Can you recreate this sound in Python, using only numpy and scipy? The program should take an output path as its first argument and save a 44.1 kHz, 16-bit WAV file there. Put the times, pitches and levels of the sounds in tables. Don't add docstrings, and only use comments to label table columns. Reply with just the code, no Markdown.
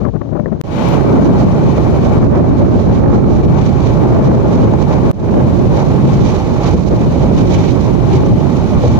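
import sys
import numpy as np
from scipy import signal
from scipy.fft import rfft, irfft, next_fast_len
from scipy.io import wavfile
from scipy.ndimage import uniform_filter1d, minimum_filter1d

SR = 44100
rng = np.random.default_rng(int(sys.argv[2]) if len(sys.argv) > 2 else 0)


def int16_out(signal):
    q = np.round(np.clip(np.atleast_2d(signal).T, -1, 1) * 32767)
    wavfile.write(sys.argv[1], SR, q.astype(np.int16))


N = 396459
TIME = np.arange(N) / SR
SIZE = next_fast_len(N)
HZ = np.maximum(np.arange(SIZE // 2 + 1) * SR / SIZE, 1)
PORT_LAG_S = 0.00015
CUTOFF_HZ = 15400

# f/Hz, relative level/dB
WIND_LEFT = [(18, -24), (35, -20), (58, -4), (80, -3.5), (115, 2), (200, 0), (290, -7), (400, -9),
             (480, -13), (590, -13.5), (750, -21.5), (1150, -31), (1800, -43.5), (3000, -66), (7000, -83.5),
             (15000, -130)]
WIND_RIGHT = [(18, -36.5), (35, -16), (58, -6), (130, 0.5), (210, -4), (280, -6.5), (380, -7), (470, -15.5),
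              (570, -14), (720, -22), (1050, -29.5), (1600, -41.5), (3000, -62), (7000, -89), (15000, -130)]
# t/s, half length/s, left rise/dB, right rise/dB
GUSTS = [(.02, 0.019, 7.5, 5), (.065, 0.015, 2, -2), (.118, 0.0091, -16, -3), (.155, 0.013, 2, -8),
         (.196, 0.01, -11, -7), (.362, 0.0089, 3, -3), (.46, 0.0075, 4.5, 1), (.578, 0.01, -8, 9),
         (.8, 0.097, -9, 2), (1.0, 0.075, -1.5, 4.5), (1.24, .05, 3.5, -2), (1.38, 0.044, -1, -1),
         (1.52, .05, -0.5, -2), (1.8, 0.05, -4.5, -2.5), (2.3, 0.14, 4.5, -1), (2.87, 0.043, 1, 0),
         (3.08, 0.063, 4, -3), (3.9, 0.14, -10, 2), (4.13, 0.17, 5.5, -4), (4.9, 0.079, -8.5, -3),
         (5.38, 0.21, 3, 5.5), (5.95, 0.039, -5.5, -1), (6.07, 0.024, 9, 0), (6.22, 0.022, 10, -2),
         (6.4, 0.069, -8, -6.5), (6.62, 0.045, -10.5, -7), (6.75, 0.011, 11, 4), (6.85, 0.068, -6, -4),
         (7.06, 0.026, 1, 2), (7.8, 0.061, -5, -0.5), (8.0, 0.041, -4, 11.5), (8.18, 0.031, 5, 2),
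         (8.33, 0.02, 9, 9), (8.48, .043, -9.5, -0.5), (8.68, 0.1, -4.5, -3), (8.86, 0.052, 5, -5.5)]
# t/s, half length/s, left rise/dB, right rise/dB
EDDIES = [(.053, .003, 9.5, -5), (.063, 0.004, 8, 1), (.087, 0.0034, 5.5, 5), (.137, .004, -0.5, 3),
          (.163, 0.0044, 5, -2), (.217, 0.0025, 8.5, -8), (.357, 0.0067, 5, 8), (.377, 0.0036, 7.5, 3),
          (.398, .0022, 10, -4), (.46, 0.0018, 9.5, -4), (.526, 0.0066, 5, 0), (2.176, 0.0058, 8, 6),
          (2.232, .0067, 7, 6), (2.358, 0.03, 0.5, 8.5), (3.09, 0.062, 0.5, 5), (3.243, 0.0024, 4, 9.5),
          (3.402, 0.007, -7, 13.5), (4.044, 0.005, 5, 3), (5.342, 0.0027, 4, 11.5), (5.385, .025, 3.5, 6.5),
          (5.735, 0.0076, 4, 8), (6.93, 0.014, 8.5, 2), (8.235, .0029, 7, 18)]
# t/s, tilt/dB
FINENESS = [(0, -3), (.6, -2), (.9, 0), (1.1, 4.5), (1.7, -5), (2.5, -1), (3.2, -1.5), (3.7, -13),
            (4.1, -0.5), (5.4, -2.5), (6.6, -11), (7.2, -3.5), (8.98, -12)]
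# left/dB, right/dB
PORT_FINENESS = [0.2, 1.34]


def buffet(wind_db, gusting_db, spectrum, port, churn_db, brighten, corner_hz):
    gust_db = swells(GUSTS, port) + gusting_db * drift(1, 8.7)
    eddy_db = swells(EDDIES, port) + churn_db * drift(14, 45)
    fine_db = in_time(FINENESS) + PORT_FINENESS[port]
    pressure = white() * colour(spectrum)
    octave = np.clip(np.log2(HZ / 100), 0, 5)
    out = 0
    for k in range(6):
        hz = 100 * 2 ** k
        band = to_sound(pressure * np.maximum(1 - abs(octave - k), 0))
        treble = hz / (hz + corner_hz)
        out += band * from_db(eddy_db * (brighten * treble - .24) + fine_db * (2 * treble - .5))
    return from_db(wind_db + gust_db) * out / np.std(to_sound(pressure))


# t/s, half length/s, f/Hz, width/Hz, left level/dB, right level/dB
BOOMS = [(0.082, 0.083, 55.3, 45, -20, -34), (0.852, 0.073, 198, 110, -23, 0.5),
         (1.213, 0.081, 232, 150, -9.5, -3), (1.52, 0.096, 183, 74.07, -10.5, -7),
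         (6.194, 0.055, 112, 50.7, -12, -18), (8.172, 0.037, 105, 60, -9, -15),
         (8.883, 0.02, 109, 50, -7, -7)]


def booms():
    out = np.zeros((2, N))
    for s, length, hz, width_hz, *port_db in BOOMS:
        for port, db in enumerate(port_db):
            out[port] += narrow_noise(hz, width_hz) * swells([(s, length, from_db(db))])
    return out


# t/s, half length/s, f/Hz, waver/Hz, level/dB
WHISTLES = [(.016, 0.0028, 1156, 100, -29), (0.051, 0.0035, 1380, 230, -21),
            (0.065, 0.0037, 1170, 100, -21), (0.138, 0.0027, 1066, 80, -31), (.217, .0035, 1050, 80, -24),
            (0.373, 0.0027, 1260, 230, -26), (0.39, 0.024, 595, 12, -21), (.46, 0.0013, 1820, 20, -21)]


def whistles():
    out = 0
    for s, length, hz, waver_hz, db in WHISTLES:
        pitch_hz = hz + waver_hz * drift(20, 120)
        tone = rms_one(np.sin(2 * np.pi * np.cumsum(pitch_hz) / SR))
        out += tone * swells([(s, length, from_db(db))])
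    return out


# f/Hz, relative level/dB
ROAR = [(30, -22.5), (80, 3.5), (200, 2), (420, -1), (700, -7), (1100, -13), (1400, -19.5), (1800, -27.5),
        (2600, -29.5), (5000, -68)]


def rolling(level_db, coherence=.66, rough_db=1.2, left_db_per_octave=2.1):
    shared = white()
    tone = colour(ROAR) * resonant_colour()
    left_tilt = from_db(left_db_per_octave * np.log2(np.clip(HZ, 100, 1000)))
    ports = []
    for lag_s, tilt, port_db in ((PORT_LAG_S, left_tilt, 0), (0, 1, 4)):
        direct = np.sqrt(coherence) * shared * np.exp(-2j * np.pi * HZ * lag_s)
        diffuse = np.sqrt(1 - coherence) * white()
        ports.append(from_db(port_db) * rms_one(to_sound(tone * tilt * (direct + diffuse))))
    swing_db = .59 * trackside() + swells(RUSHES, column=2) + rough_db * drift(1.1, 8.4)
    return np.array(ports) * from_db(level_db + swing_db)


# f/Hz, width/Hz, lift/dB
RESONANCES = [(585, 70, 2), (850, 110, 6.5), (1100, 120, 3), (1900, 160, 2.5), (2305, 150, 4.5),
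              (2460, 120, 2.5), (2800, 260, -2), (2990, 190, 4), (3730, 170, 3), (3950, 150, 2),
              (4230, 120, 4), (6050, 160, 2), (9960, 40, 4), (11700, 600, 3)]


def resonant_colour():
    return from_db(sum(db / (1 + (2 * (HZ - hz) / width) ** 2) for hz, width, db in RESONANCES))


# t/s, level/dB, f/Hz rung most
KNOCKS = [(2.035, -25, 500), (4.037, -16, 680), (4.738, -10, 620), (4.92, -18, 500), (5.782, -13, 620),
          (6.4, -18, 880), (6.645, -17, 900), (6.735, -16, 456), (8.11, -17, 900), (8.138, -7, 365),
          (8.162, -16, 365), (8.837, -9, 540), (8.858, -20, 500)]
# f/Hz, relative level/dB, t60/s
BOGIE_MODES = [(115, 11.5, .15), (212, -3, .12), (382, 2.5, 0.11), (493, -0.5, 0.13), (581, -3, 0.1),
               (720, -3, 0.057), (784, 1, 0.15), (856, -3, .13)]


def knocks(chatter_s=.012, chatter_share=.45, spread_octaves=.29):
    out = np.zeros(N + SR)
    age = np.arange(SR // 4) / SR
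    hz, mode_db, t60 = np.transpose(BOGIE_MODES)[:, :, None]
    modes = from_db(mode_db) * np.exp(-np.log(1000) * age / t60) * np.sin(2 * np.pi * hz * age)
    for s, level_db, pitch_hz in KNOCKS:
        ring = np.sum(modes / (1 + (np.log2(hz / pitch_hz) / spread_octaves) ** 2), axis=0)
        chatter = rng.standard_normal(len(age)) * np.exp(-age / chatter_s)
        force = (age == 0) + chatter_share * chatter / np.linalg.norm(chatter)
        out[int(s * SR):][:len(age)] += from_db(level_db) * signal.fftconvolve(force, ring)[:len(age)]
    right = out[:N]
    left = np.interp(TIME - PORT_LAG_S, TIME, right)
    return np.array([left, right])


def rumble(hz=55.7, width_hz=26, level_db=-22.5, rise_s=.35):
    swell = np.clip((TIME - POSITIONS[1][0]) / rise_s, 0, 1)
    return from_db(level_db) * swell * np.array([narrow_noise(hz, width_hz) for _ in range(2)])


# f/Hz, relative level/dB
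SLIPSTREAM_LEFT = [(500, -19), (1300, 1.5), (2100, 2), (2700, 2.5), (4200, -1.5), (5300, -4.5), (6500, -6),
                   (7400, -11), (8600, -17.5), (10000, -16.5), (12000, -19), (15000, -22.5)]
SLIPSTREAM_RIGHT = [(500, -20), (1300, -5.5), (2200, 2.5), (2800, 0.5), (4200, 0.5), (5200, -2), (6200, 1),
                    (7000, -5.5), (8500, -20.5), (11000, -27), (13800, -23), (15500, -26)]
# t/s, half length/s, left hiss/dB, right hiss/dB, roar/dB
RUSHES = [(.02, 0.033, 5, 5, 3), (.118, .009, -2, 1, -4), (.578, .012, -2, -2, -14), (.78, 0.096, 10, 7, 6),
          (.875, 0.028, 2, 4.5, 0.5), (.94, 0.04, 3, 6.5, 1), (1.7, .025, -1, 6.5, 1),
          (2.05, 0.027, -1.5, 3.5, -2), (2.16, 0.029, 1, -4, 0.5), (2.36, 0.016, -1, 5.5, 6.5),
          (2.79, 0.051, 2, 4.5, -3.5), (2.94, 0.027, 2, 8, 0), (3.04, 0.036, -3, -3, -2),
          (3.22, 0.045, -4.5, 0.5, -2), (3.38, 0.034, -0.5, 5, -3), (3.62, 0.062, 0, 8.5, 2),
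          (3.87, 0.04, -1, 8.5, 2.5), (4.03, 0.036, 1, -4, 2), (4.56, .04, 0, 4, 0),
          (4.82, 0.027, -1, 4, -1.5), (4.93, 0.01, -2, 9, 3), (5.785, 0.022, 0, 4.5, 5.5),
          (5.99, 0.041, 1, -8, 1.5), (6.1, 0.037, 4, 4, 3), (6.29, 0.055, 1, 6, 1.5),
          (6.67, 0.026, 1, 8.5, 6), (6.85, 0.047, -6, -1.5, -9), (7.32, 0.017, 1, -3, -5),
          (7.385, 0.014, 2, 9, 4), (7.565, 0.089, 1.5, 7.5, 1.5), (7.69, 0.02, 1, 5, -2.5),
          (7.75, 0.015, 2, -3.5, 0), (7.97, 0.056, 1, 2, 0), (8.14, 0.041, 3, 9, 4),
          (8.6, 0.28, 1, -1.5, -1), (8.92, 0.056, -1, 6, 1.5)]
HISS_FOLLOWS = .52


def hiss(level_db, spectrum, port, flutter_db, bite_hz=2830, bite_width_hz=1600):
    air = white() * colour(spectrum) * resonant_colour()
    flow_db = level_db + HISS_FOLLOWS * trackside()
    rush_db = swells(RUSHES, port)
    top = 1 / (1 + (7800 / HZ) ** 12)
    body = to_sound(air * (1 - top))
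    bite = to_sound(air * resonance(bite_hz, bite_width_hz)) * (from_db(.3 * rush_db) - 1)
    sizzle = to_sound(air * top) * from_db(.35 * (flow_db - np.median(flow_db)) - .25 * rush_db)
    gain = from_db(flow_db + rush_db + flutter_db * drift(2.7, 30))
    return gain * (body + bite + sizzle) / np.std(body)


# f/Hz, width/Hz, mean level/dB
WHEEL_TONES = [(2297, 100, -52), (4180, 100, -60.5)]


def singing(waver_db=2):
    out = 0
    for hz, width_hz, level_db in WHEEL_TONES:
        gain = from_db(level_db + waver_db * drift(.8, 3.5))
        out += gain * np.array([narrow_noise(hz, width_hz) for _ in range(2)])
    return out * from_db(HISS_FOLLOWS * trackside()) * in_second_position()


def fizz(start_s=.887, hold_s=.06, decay_s=.015, level_db=-50, edge_hz=11800):
    noise = rms_one(to_sound(white() / (1 + (edge_hz / HZ) ** 8) * (HZ < CUTOFF_HZ)))
    envelope = (TIME >= start_s) * np.exp(-np.maximum(TIME - start_s - hold_s, 0) / decay_s)
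    return from_db(level_db) * noise * envelope


# t/s, relative level/dB
TRACKSIDE = [(1.1, -61.5), (1.15, -64), (2.17, -62.5), (2.31, -72.5), (2.98, -70.5), (3.07, -71),
             (3.98, -64.5), (4.3, -68.5), (5.05, -63.5)]


def trackside():
    level_db = in_time(TRACKSIDE)
    passing = in_second_position()
    return passing * (level_db - level_db[passing].mean())


# t/s, left wind/dB, right wind/dB, random gusting/dB, roar/dB, left hiss/dB, right hiss/dB
POSITIONS = [(0, -17, -31.5, 1.0, -51, -55.5, -60.5), (.625, -14, -.5, 2, -24, -40.5, -40.5),
             (5.12, -16.5, -5.5, 2, -25.5, -39, -40)]


def position_levels():
    starts, *levels = np.transpose(POSITIONS)
    return np.array(levels)[:, np.searchsorted(starts[1:], TIME)]


def in_second_position():
    return (TIME >= POSITIONS[1][0]) & (TIME < POSITIONS[2][0])


def from_db(db):
    return 10 ** (np.asarray(db) / 20)


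def rms_one(x):
    return x / np.sqrt(np.mean(x ** 2) + 1e-20)


def in_time(rows):
    return np.interp(TIME, *np.transpose(rows))


def swells(rows, column=0):
    t = TIME[::11]
    bells = sum(heights[column] / np.exp(np.minimum(.5 * ((t - s) / length) ** 2, 20))
                for s, length, *heights in rows)
    return np.interp(TIME, t, bells)


def colour(points):
    hz, db = np.transpose(points)
    return from_db(np.interp(np.log(HZ), np.log(hz), db))


def resonance(hz, width_hz):
    return 1 / (1 + (2 * (HZ - hz) / width_hz) ** 4)


def white():
    return rfft(rng.standard_normal(SIZE))


def to_sound(spectrum):
    return irfft(spectrum, SIZE)[:N]


def narrow_noise(hz, width_hz):
    return rms_one(to_sound(white() * resonance(hz, width_hz)))


def drift(slow_hz, fast_hz):
    return rms_one(to_sound(white() * HZ / (HZ + slow_hz) / (1 + (HZ / fast_hz) ** 2)))


def scene():
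    wind_left, wind_right, gusting, roar_db, hiss_left, hiss_right = position_levels()
    left = buffet(wind_left + 2.6, gusting, WIND_LEFT, port=0,
                  churn_db=1.9, brighten=3.7, corner_hz=800)
    right = buffet(wind_right + .37, gusting, WIND_RIGHT, port=1,
                   churn_db=2.15, brighten=2.45, corner_hz=684)
    left += hiss(hiss_left, SLIPSTREAM_LEFT, port=0, flutter_db=1.14) + whistles() + fizz()
    right += hiss(hiss_right + 3.5, SLIPSTREAM_RIGHT, port=1, flutter_db=1.66)
    return np.array([left, right]) + rolling(roar_db + 4) + booms() + rumble() + singing() + knocks()


def limiter(x, ceiling_db=-.9, release_db_per_s=215):
    over_db = np.maximum(20 * np.log10(abs(x) + 1e-9) - ceiling_db, 0)
    recovery = release_db_per_s * TIME
    held_db = np.maximum.accumulate(over_db + recovery, axis=1) - recovery
    ahead_db = minimum_filter1d(-held_db, size=89)
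    return x * from_db(uniform_filter1d(ahead_db, size=89))


# t/s, gap/s, gap level/dB, fade-in/s, starting level/dB
CUTS = [(0.614, .023, -55.5, 0.38, -14), (5.114, 0.016, -26, 0.3, -16.5)]


def cuts():
    gain = np.minimum(np.arange(N) / 88, 1)
    for s, gap, gap_db, fade, depth_db in CUTS:
        to_go = np.clip(1 - (TIME - s - gap) / fade, 0, 1)
        gain *= from_db(np.select([TIME < s, TIME < s + gap], [0, gap_db], depth_db * to_go ** 2.38))
    return uniform_filter1d(gain, size=15)


# t/s, height/full scale, decay/s
TICKS = [(0.6137, 0.49, 0.00051), (.888, 0.3, .00001), (5.114, 0.34, 0.0001)]


def ticks():
    left = sum(height * (TIME >= s) * np.exp(-abs(TIME - TIME[int(s * SR) + 1]) / decay)
               for s, height, decay in TICKS)
    return np.array([left, np.zeros(N)])


def record(dry):
    held = limiter(dry) * cuts() + ticks()
    lowpass = signal.ellip(10, .1, 80, CUTOFF_HZ, fs=SR, output="sos")
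    return signal.sosfilt(lowpass, held)


dry = scene()
out = record(dry)
int16_out(out)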